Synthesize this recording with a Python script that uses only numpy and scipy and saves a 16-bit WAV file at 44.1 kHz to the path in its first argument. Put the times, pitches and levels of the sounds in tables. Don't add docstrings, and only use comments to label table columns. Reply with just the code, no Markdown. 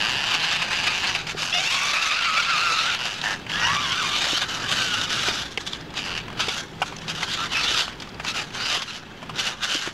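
import sys
import numpy as np
from scipy import signal
from scipy.fft import rfft, irfft, next_fast_len
from scipy.io import wavfile
from scipy.ndimage import uniform_filter1d, map_coordinates

SR = 44100
rng = np.random.default_rng(int(sys.argv[2]) if len(sys.argv) > 2 else 0)


def boost(x):
    u = np.asarray(x, float) / 20
    return 10 ** u


def dump(signal):
    limited = np.clip(np.atleast_2d(signal).T, -1, 1)
    pcm = np.round(limited * 32767).astype(np.int16)
    wavfile.write(sys.argv[1], SR, pcm)


N = 437913


def unit(x):
    return x / np.sqrt(np.mean(x ** 2) + 1e-20)


def along(points, hz):
    f, v = np.transpose(points)
    return np.interp(np.log(hz + 1), np.log(f + 1), v)


def curves(rows, fade_s=0.013):
    s, *columns = np.transpose(rows)
    first = max(round((s[0] - fade_s) * SR), 0)
    last = min(round((s[-1] + fade_s) * SR), N)
    at = np.arange(first, last)
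    t = at / SR
    gate = np.clip(np.minimum(t - s[0], s[-1] - t) / fade_s + 1, 0, 1)
    return [at] + [np.interp(t, s, column) for column in columns] + [gate]


def wobble(rate_hz):
    coarse = np.arange(0, N + 8, 8)
    knots = rng.standard_normal(int(N * rate_hz / SR) + 4)
    return np.interp(np.arange(N), coarse, map_coordinates(knots, [coarse * rate_hz / SR]))


def filtered(x, response):
    m = next_fast_len(x.shape[-1] + 8192)
    return irfft(rfft(x, m) * response(np.fft.rfftfreq(m, 1 / SR)), m)[..., :x.shape[-1]]


def modes(rows):
    def response(f):
        return sum((-1) ** k * boost(db) * 1j * f * width / (hz * hz - f * f + 1j * f * width)
                   for k, (hz, width, db) in enumerate(rows))
    return response


def coloured(spectrum):
    return unit(filtered(rng.standard_normal(N), lambda hz: boost(along(spectrum, hz))))


def narrow(bands, rate_hz):
    out = np.zeros(N)
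    for hz, width, db in bands:
        swell = boost(db + 3 * wobble(rate_hz))
        out += swell * unit(filtered(rng.standard_normal(N), lambda f: modes([(hz, width, 0)])(f) ** 2))
    return out


def grind():
    # start in seconds, length in seconds, grind at start in dB, at end in dB.
    runs = [(0.0, 0.55, -22.5, -23), (0.57, 0.15, -28.5, -29.5), (0.714, 0.47, -24, -27.5),
            (1.385, 0.11, -29, -30.5), (1.537, 0.358, -27.5, -23), (1.934, 1, -22.5, -23.5),
            (3.003, 0.17, -26, -31), (3.241, 0.08, -25, -28.0), (3.501, 0.25, -28.5, -26),
            (3.805, 0.56, -29, -23), (4.486, 0.176, -31, -31.5), (4.693, 0.31, -25, -28),
            (5.097, 0.18, -27.5, -23.5), (5.327, 0.065, -30.5, -32.5), (5.609, 0.13, -58, -34),
            (5.964, 0.201, -31, -29), (6.379, 0.025, -37, -32), (6.405, 0.18, -31.5, -33),
            (6.86, 0.015, -35, -38), (7.02, 0.015, -43, -44), (7.16, 0.049, -33.5, -35.5),
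            (7.288, 0.16, -32.5, -31), (7.522, 0.28, -28.5, -22.5), (8.244, 0.036, -35, -28),
            (8.362, 0.04, -26, -29.5), (8.547, 0.066, -31.5, -31), (8.657, 0.096, -27, -22.5),
            (8.883, 0.072, -35.5, -36.5), (9.368, 0.087, -36, -27.5), (9.486, 0.022, -38, -36.5),
            (9.664, 0.071, -41, -23), (9.777, 0.056, -34.5, -32)]
    # time in seconds, peak in dB.
    lurches = [(0.265, -32), (0.34, -19.5), (0.445, -21), (0.525, -19), (0.627, -20.5), (0.735, -23.5),
               (0.795, -24), (0.871, -17.5), (0.95, -21.5), (1.04, -21), (1.095, -21), (1.155, -24),
               (1.297, -21), (2.031, -19), (2.375, -24), (3.058, -23), (4.37, -31.5), (4.425, -23.5),
               (4.545, -29), (4.715, -27), (4.82, -22), (4.94, -28), (5.035, -24), (5.12, -27), (5.42, -32),
               (5.46, -33.5), (5.518, -37), (5.612, -35), (5.676, -28), (5.98, -23.5), (6.171, -28),
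               (6.409, -19), (6.515, -29.5), (6.546, -36), (6.572, -36), (7.098, -25), (7.234, -26.5),
               (7.337, -22), (7.418, -28.5), (7.805, -27), (8.025, -37.5), (8.287, -22.5), (8.387, -30),
               (8.825, -33), (8.9, -33), (8.965, -32.5), (9.398, -21.5), (9.47, -24.5), (9.636, -22),
               (9.695, -28), (9.722, -25), (9.865, -28.5)]
    rest_db, bite_db_per_s, coast_db_per_s = -51, 697, 186
    linger_s, cut_s, cut_db = 0.017, 0.012, 6
    lurch_rise_db_per_s, lurch_fall_db_per_s = 750, 447
    t = np.arange(0, N + 64, 64) / SR
    power = boost(2 * rest_db)
    for s, length, start_db, end_db in runs:
        end = s + length + linger_s
        after_cut_db = end_db - cut_db
        levels_db = [start_db - bite_db_per_s, start_db, end_db, after_cut_db, after_cut_db - coast_db_per_s]
        power = power + boost(2 * np.interp(t, [s - 1, s, end, end + cut_s, end + 1], levels_db))
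    for s, db in lurches:
        power = power + boost(2 * (db - np.maximum(lurch_fall_db_per_s * (t - s), lurch_rise_db_per_s * (s - t))))
    return np.interp(np.arange(N) / SR, t, 10 * np.log10(power))


def wood():
    # time in seconds, hum in dB.
    traffic = [(0, -39.5), (1.2, -38), (1.6, -45.5), (2.9, -41), (3.4, -39), (4.6, -39), (5.3, -36.5),
               (5.6, -41.5), (6.3, -37.5), (6.6, -41.5), (7.4, -39.5), (8.6, -40.5), (8.9, -46), (9.1, -44),
               (9.35, -39), (9.6, -45.5), (9.93, -43)]
    # frequency in Hz, level in dB per Hz.
    hum_spectrum = [(12, -34), (20, -28), (43, -20), (149, -3), (600, -13), (780, -53), (1320, -120)]
    air_spectrum = [(240, 1.5), (400, 3.5), (578, -17), (673, 0), (861, 0.5), (1030, -2.5), (1910, -7),
                    (3210, -7.5), (9540, -33), (15600, -33.5)]
    # frequency in Hz, width in Hz, level in dB re hum.
    drones = [(58, 20, -14), (110, 30, -10), (161, 6, -10), (209, 16, -14)]
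    insects = [(2650, 90, -18), (3330, 90, -16)]
    duck_from_db, duck_share, duck_s = -32.5, 0.44, 0.18
    over_db = np.maximum(grind() - duck_from_db, 0)
    duck_db = duck_share * filtered(over_db, lambda hz: 1 / (1 + 2j * np.pi * hz * duck_s))
    hum = coloured(hum_spectrum) * boost(-2.5 + 0.9 * wobble(3.34))
    air = coloured(air_spectrum) * boost(-2.5 + 0.33 * wobble(1.65))
    return boost(curves(traffic)[1] - duck_db) * (hum + air + narrow(drones, 3) + narrow(insects, 4.3))


def bumps():
    # time in seconds, peak in dB, ring in Hz.
    scuffs = [(0.309, -19, 2860), (0.618, -16.5, 2530), (0.836, -15, 2650), (1.069, -17.5, 4430),
              (1.148, -15, 2560), (1.267, -20, 2740), (1.424, -14.5, 3270), (1.477, -28, 2400),
              (3.496, -23, 1750), (4.422, -18, 2860), (5.968, -22, 3820), (6.051, -21.5, 3120),
              (6.175, -21, 2960), (6.483, -13.5, 3460), (6.817, -13.5, 1070), (6.922, -31, 980),
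              (7.277, -25, 3280), (7.923, -31, 2640), (8.197, -24.5, 1530), (8.279, -22, 3700),
              (8.352, -22, 3010), (8.818, -20, 3600), (9.226, -30.5, 1110), (9.293, -26, 1160)]
    clicks = [(2.99, -19, 3000), (3.214, -21, 4000), (3.465, -27.5, 1750), (5.574, -14.5, 2130),
              (5.731, -19.5, 3600), (5.283, -17, 2390), (9.874, -26, 1500), (9.26, -36, 900),
              (5.809, -34, 5100), (5.904, -33, 3580), (5.939, -26, 2910), (6.281, -27, 800),
              (6.301, -31, 1100), (6.301, -42, 4500), (6.328, -29.5, 1050), (6.47, -24, 3020),
              (6.606, -28, 3700), (6.807, -35, 6000), (6.964, -28.5, 6140), (6.985, -31, 5200),
              (8.073, -33, 800), (8.144, -38, 4800), (8.504, -29, 2670), (6.373, -29, 1580),
              (6.398, -17, 1370), (7.08, -20, 3700), (7.229, -15.5, 1580), (8, -26.5, 4695),
              (8.02, -22, 3500), (7.879, -25, 1100), (8.09, -35, 4500), (8.247, -17, 3100),
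              (8.315, -28, 5600), (9.357, -26, 4200), (9.624, -24, 3100), (9.753, -28, 2200)]
    thuds = [(1.347, -29, 410), (4.267, -29, 576), (4.33, -25.5, 305), (5.283, -24.5, 386),
             (5.576, -29.5, 450), (6.481, -26, 436), (6.817, -23, 738), (7.712, -31, 368),
             (8.199, -34, 696), (8.772, -33, 384), (9.227, -35, 640), (9.75, -27, 305), (9.874, -28, 356)]
    # frequency in Hz, width in Hz, level in dB.
    panels = [(650, 500, -8.5), (1050, 450, 0), (1600, 550, -6.5), (2200, 640, -3), (3100, 740, 0), (4650, 810, -6)]
    focus_db_per_octave = 2.5
    out = np.zeros(N + SR)
    t = np.arange(SR // 10) / SR
    # snap in dB, length in seconds, rise in seconds
    contacts = [(*row, -30, 0.014, 0.0011) for row in scuffs] + [(*row, -8, 0.0063, 0.0003) for row in clicks]
    for s, db, hz, snap_db, length_s, rise_s in contacts:
        shape = (1 - np.exp(-t / rise_s)) * np.exp(-(t / length_s) ** 1.6)
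        noise = rng.standard_normal((2, len(t)))
        struck = [(c, w, g - focus_db_per_octave * abs(np.log2(c / hz))) for c, w, g in panels]
        crunch = filtered(noise[0] * shape, modes([(hz, 480, 1)] + struck)) * boost(17.5)
        snap = filtered(noise[1] * shape ** 3, lambda f: modes([(6500, 3500, 0)])(f) ** 2) * boost(snap_db - 0.5)
        out[round(s * SR):][:len(t)] += boost(db - 10) * (crunch + snap)
    for s, db, hz in thuds:
        ring = np.sin(2 * np.pi * hz * t) + 0.5 * np.sin(2 * np.pi * 1.74 * hz * t + 1)
        envelope = boost(db + 8.5 - 60 * t / 0.03) * (1 - np.exp(-t / 0.00082))
        out[round(s * SR):][:len(t)] += envelope * ring
    return filtered(out[:N], lambda f: 1 / (1 + (f / 9000) ** 4))


def notes():
    # start in seconds, length in seconds, mesh in Hz, fundamental in dB, multiples in dB.
    singing = [(3.25, 0.097, 1766, -32.5, -45), (4.642, 0.02, 1590, -32, -44), (4.7, 0.02, 1180, -34, -44),
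               (5.11, 0.019, 1450, -32, -40), (5.16, 0.038, 1360, -32.5, -37), (7.38, .065, 1345, -34, -41),
               (6.405, 0.039, 1325, -35, -37), (6.52, 0.053, 1413, -44, -45), (7.28, .07, 1600, -43, -31.5),
               (8.6, 0.17, 1460, -50, -34), (8.6, 0.083, 4780, -35.5, -80), (9.68, 0.082, 1513, -41, -32)]
    # time in seconds, mesh in Hz, fundamental in dB.
    glides = [
        [(1.53, 660, -46), (1.555, 705, -35), (1.6, 730, -35), (1.63, 790, -44), (1.7, 970, -40),
         (1.77, 1130, -36), (1.85, 1190, -39)],
        [(3.63, 900, -40), (3.69, 1090, -29), (3.74, 1210, -30), (3.8, 1190, -33), (3.9, 1060, -36),
         (3.96, 1180, -44), (4.07, 1180, -42), (4.11, 1210, -33), (4.17, 1200, -39)],
        [(3.5, 1500, -40), (3.56, 1750, -33), (3.63, 1920, -32), (3.76, 1950, -37)],
        [(3.55, 1230, -42), (3.61, 1380, -34), (3.68, 1760, -35), (3.75, 1720, -38)],
        [(3.81, 1620, -40), (3.9, 1580, -37), (3.96, 1330, -34), (3.995, 1520, -30), (4.02, 1300, -34),
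         (4.05, 1030, -33)],
        [(7.55, 1360, -44), (7.6, 1260, -36), (7.645, 1330, -38), (7.69, 1520, -42), (7.72, 1510, -46)],
        [(4.77, 1380, -42), (4.81, 1470, -33), (4.87, 1500, -36), (4.95, 1420, -34), (5.02, 1480, -34),
         (5.06, 1500, -42)],
    ]
    cruise = [(1.83, 1171, -42), (1.96, 1224, -36), (2.02, 1329, -31), (2.07, 1301, -31.5),
              (2.14, 1199, -37), (2.19, 1430, -30.5), (2.25, 1330, -34), (2.29, 1342, -23.5),
              (2.33, 1273, -29), (2.4, 1330, -26), (2.44, 1250, -44), (2.5, 1402, -24), (2.57, 1199, -33),
              (2.62, 1390, -27), (2.7, 1318, -28), (2.79, 1277, -30.5), (2.88, 1443, -31),
              (2.95, 1430, -31)]
    multiples_db = [-33, -35, -34.5, -44, -44, -27, -37, -31]
    swell_s, swell_db = 0.025, -19
    out = []
    for s, length, hz, first_db, upper_db in singing:
        shape = [(-swell_s, swell_db), (0, 0), (length, 0), (length + swell_s, swell_db)]
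        out.append([(s + u, hz, first_db + g, upper_db + g) for u, g in shape])
    for rows, upper_db in zip([*glides, cruise], multiples_db):
        out.append([(*row, upper_db) for row in rows])
    return out


def whine():
    def shell(hz):
        body = modes([(2850, 900, 0), (3650, 500, -4), (4850, 500, -11), (5950, 600, -13)])
        return abs(body(hz)) / (1 + (hz / 7000) ** 8)

    out = np.zeros(N)
    for speed_ratio, motor_db in [(1, 4), (0.91, -5)]:
        unrest = 0.03 * wobble(45) + 0.018 * wobble(350)
        flutter_db = 2.2 * wobble(40)
        for rows in notes():
            at, hz, first_db, upper_db, gate = curves(rows)
            speed = speed_ratio + unrest[at] * np.minimum(hz / 1350, 1) ** 0.9
            phase = 2 * np.pi * np.cumsum(hz * speed) / SR
            beat = 1 + 0.45 * np.cos(phase / 8)
            upper = np.zeros(len(at))
            for k in range(2, 9):
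                own_flutter = boost(1.2 * flutter_db[at - 3000 * k])
                upper += shell(k * hz) * own_flutter * np.sin(k * phase)
            upper /= shell(2 * hz) + 0.3
            tone = boost(first_db) * np.sin(phase) + boost(upper_db - 2.0) * upper
            out[at] += gate * beat * boost(motor_db + flutter_db[at]) * tone
    return out


def knocks():
    # start in seconds, length in seconds, knocks per second at start, at end,
    # share of the grind from 0 to 1.
    spells = [(0, .25, 102, 156, .72), (.27, .9, 165, 190, .42), (1.42, .08, 95, 92, .8),
              (2.985, .15, 128, 98, .68), (3.222, .145, 112, 88, .8), (3.455, .3, 41, 67, .62),
              (3.8, .27, 62, 50, .28), (4.54, .12, 46, 46, .25), (6.02, .18, 102, 78, .75),
              (8.34, .08, 140, 130, .4), (9.48, .06, 125, 110, .5), (6.46, .15, 120, 90, .35),
              (8.64, .14, 150, 175, .3), (9.37, .1, 130, 150, .3), (9.63, .24, 140, 160, .3),
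              (4.76, .28, 150, 165, .25)]
    belly_levels_db = [-2.5, -1, -20, -7.5, 4, -3, -10, -4, -6, -4, 3, -12, -11, -8, -8, -10]
    # frequency in Hz, width in Hz, level in dB.
    case = [(2820, 520, 0), (4700, 700, -5)]
    belly = [(870, 430, -5), (1704, 420, -3.5)]
    hits, slack, tub = np.zeros((3, N))
    uneven = wobble(150)
    for (s, length, first, last, part), belly_db in zip(spells, belly_levels_db):
        at, rate, share, gate = curves([(s, first, part), (s + length, last, part)])
        turns = np.cumsum(rate * (1 + 0.05 * uneven[at])) / SR + 0.65
        size = boost(1.3 * rng.standard_normal(len(at))) / np.sqrt(rate)
        hits[at] = np.diff(np.floor(turns), prepend=0) * size
        tub[at] = boost(belly_db)
        slack[at] = 0.95 * gate * np.clip(share, 0, 1)

    def rung(body):
        return lambda hz: sum(modes([mode])(hz) ** 2 for mode in body)

    ring = filtered(hits / np.sqrt(tub + 1), rung(case)) + filtered(hits * tub, rung(belly))
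    return ring / np.sqrt(np.sum(ring ** 2) / np.sum(slack > 0)), slack


def patchy(x, depth_db):
    z = signal.stft(x, nperseg=256)[2]
    field = uniform_filter1d(rng.standard_normal(z.shape), size=3, axis=0)
    field = uniform_filter1d(field, size=20, axis=1)
    return unit(signal.istft(z * boost(depth_db * unit(field)), nperseg=256)[1][:N])


def teeth():
    # mesh in Hz, level in dB.
    stages = [(520, -20), (1180, -16), (1620, -19)]
    contact = rng.standard_normal(N) * boost(2.3 * wobble(600))
    for hz, db in stages:
        speed = 1 + 0.07 * wobble(9) + 0.04 * wobble(45) + 0.03 * wobble(400)
        phase = 2 * np.pi * np.cumsum(hz * speed) / SR
        comb = sum(np.cos(k * phase) for k in range(1, 5))
        contact += comb * boost(db + 2.5 * wobble(45))
    return patchy(contact * boost(1.5 * wobble(110) + 0.4 * wobble(22)), depth_db=1.6)


def gearbox():
    # time in seconds, facing in dB, shell resonance in Hz.
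    turning = [(0, -17, 2810), (1.19, -15.5, 2620), (1.4, -7, 2830), (1.8, -9.5, 2690), (2.15, -17, 2740),
               (2.71, -13, 2610), (2.93, -15.5, 2844), (3.3, -10.5, 2820), (3.5, -14, 2900),
               (3.75, -10.5, 2920), (4.7, -10, 2960), (5.6, -6.5, 3270), (6.19, -18, 2700), (6.6, -7, 3340),
               (6.85, -6.5, 2600), (7.3, -10, 3160), (7.82, -9.5, 3100), (8.1, -9.5, 2780), (9, -11, 2950),
               (9.93, -7, 3100)]
    # frequency in Hz, width in Hz, level in dB.
    shell_modes = [(658, 460, -12), (927, 936, -9.5), (1330, 373, -6.5), (1750, 760, -11),
                   (3645, 600, -9.5), (5150, 610, -16.5), (6340, 90, -62)]
    # frequency in Hz, level in dB per Hz.
    hiss_spectrum = [(3240, -11.5), (5500, -0.5), (5900, -2), (6810, -6), (9520, -22), (11200, -18),
                     (15600, -49)]
    grind_db = grind()
    _, facing_db, shell_hz, _ = curves(turning)
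    hollow_db = 2 + 0.28 * facing_db + 0.29 * (-33 - grind_db)
    force = teeth()
    ring, slack = knocks()

    stops_hz = [2300, 2650, 3000, 3400]
    place = np.interp(shell_hz, stops_hz, range(len(stops_hz)))
    main = np.zeros(N)
    for k, hz in enumerate(stops_hz):
        main += np.clip(1 - abs(place - k), 0, 1) * filtered(force, modes([(hz, 360, 0)]))
    upper = unit(main + boost(0.29 * wobble(17)) * filtered(force, modes(shell_modes[4:])))
    upper = filtered(upper, lambda hz: 1 / (1 + (1500 / (hz + 1)) ** 6) / (1 + (hz / 7000) ** 6))
    upper = np.sqrt(1 - slack) * upper + np.sqrt(slack) * ring

    def hollow_body(hz):
        return modes(shell_modes[:4])(hz) / (1 + (450 / (hz + 1)) ** 4) / (1 + (hz / 2300) ** 6)

    hollow = unit(filtered(force, hollow_body))
    sparks = force * (1 + 0.064 * np.sqrt(slack) * abs(ring)) * boost(0.44 * wobble(19))
    hiss = unit(filtered(sparks, lambda hz: boost(along(hiss_spectrum, hz))))
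    hollow_gain = boost(hollow_db - 0.74 + 1.1 * wobble(14))
    return boost(grind_db - 1.71) * (upper + hollow_gain * hollow + boost(facing_db + 4.5) * hiss)


def scene():
    # frequency in Hz, level in dB.
    apart = [(1000, -47.5), (2800, -28.5), (5600, -16), (10000, -15), (14000, -7)]
    mid = wood() + bumps() + whine() + gearbox()
    side = filtered(mid * wobble(150), lambda hz: boost(along(apart, hz)))
    return np.array([mid + side, mid - side])


def low_pass(x):
    return signal.sosfilt(signal.butter(12, 15730, fs=SR, output="sos"), x)


def record(dry):
    held = dry / (1 + abs(dry / 0.4) ** 4) ** (1 / 4)
    mix = filtered(held, lambda hz: hz < 15730) + 0.0016
    return low_pass(mix)


dry = scene()
out = record(dry)
dump(out)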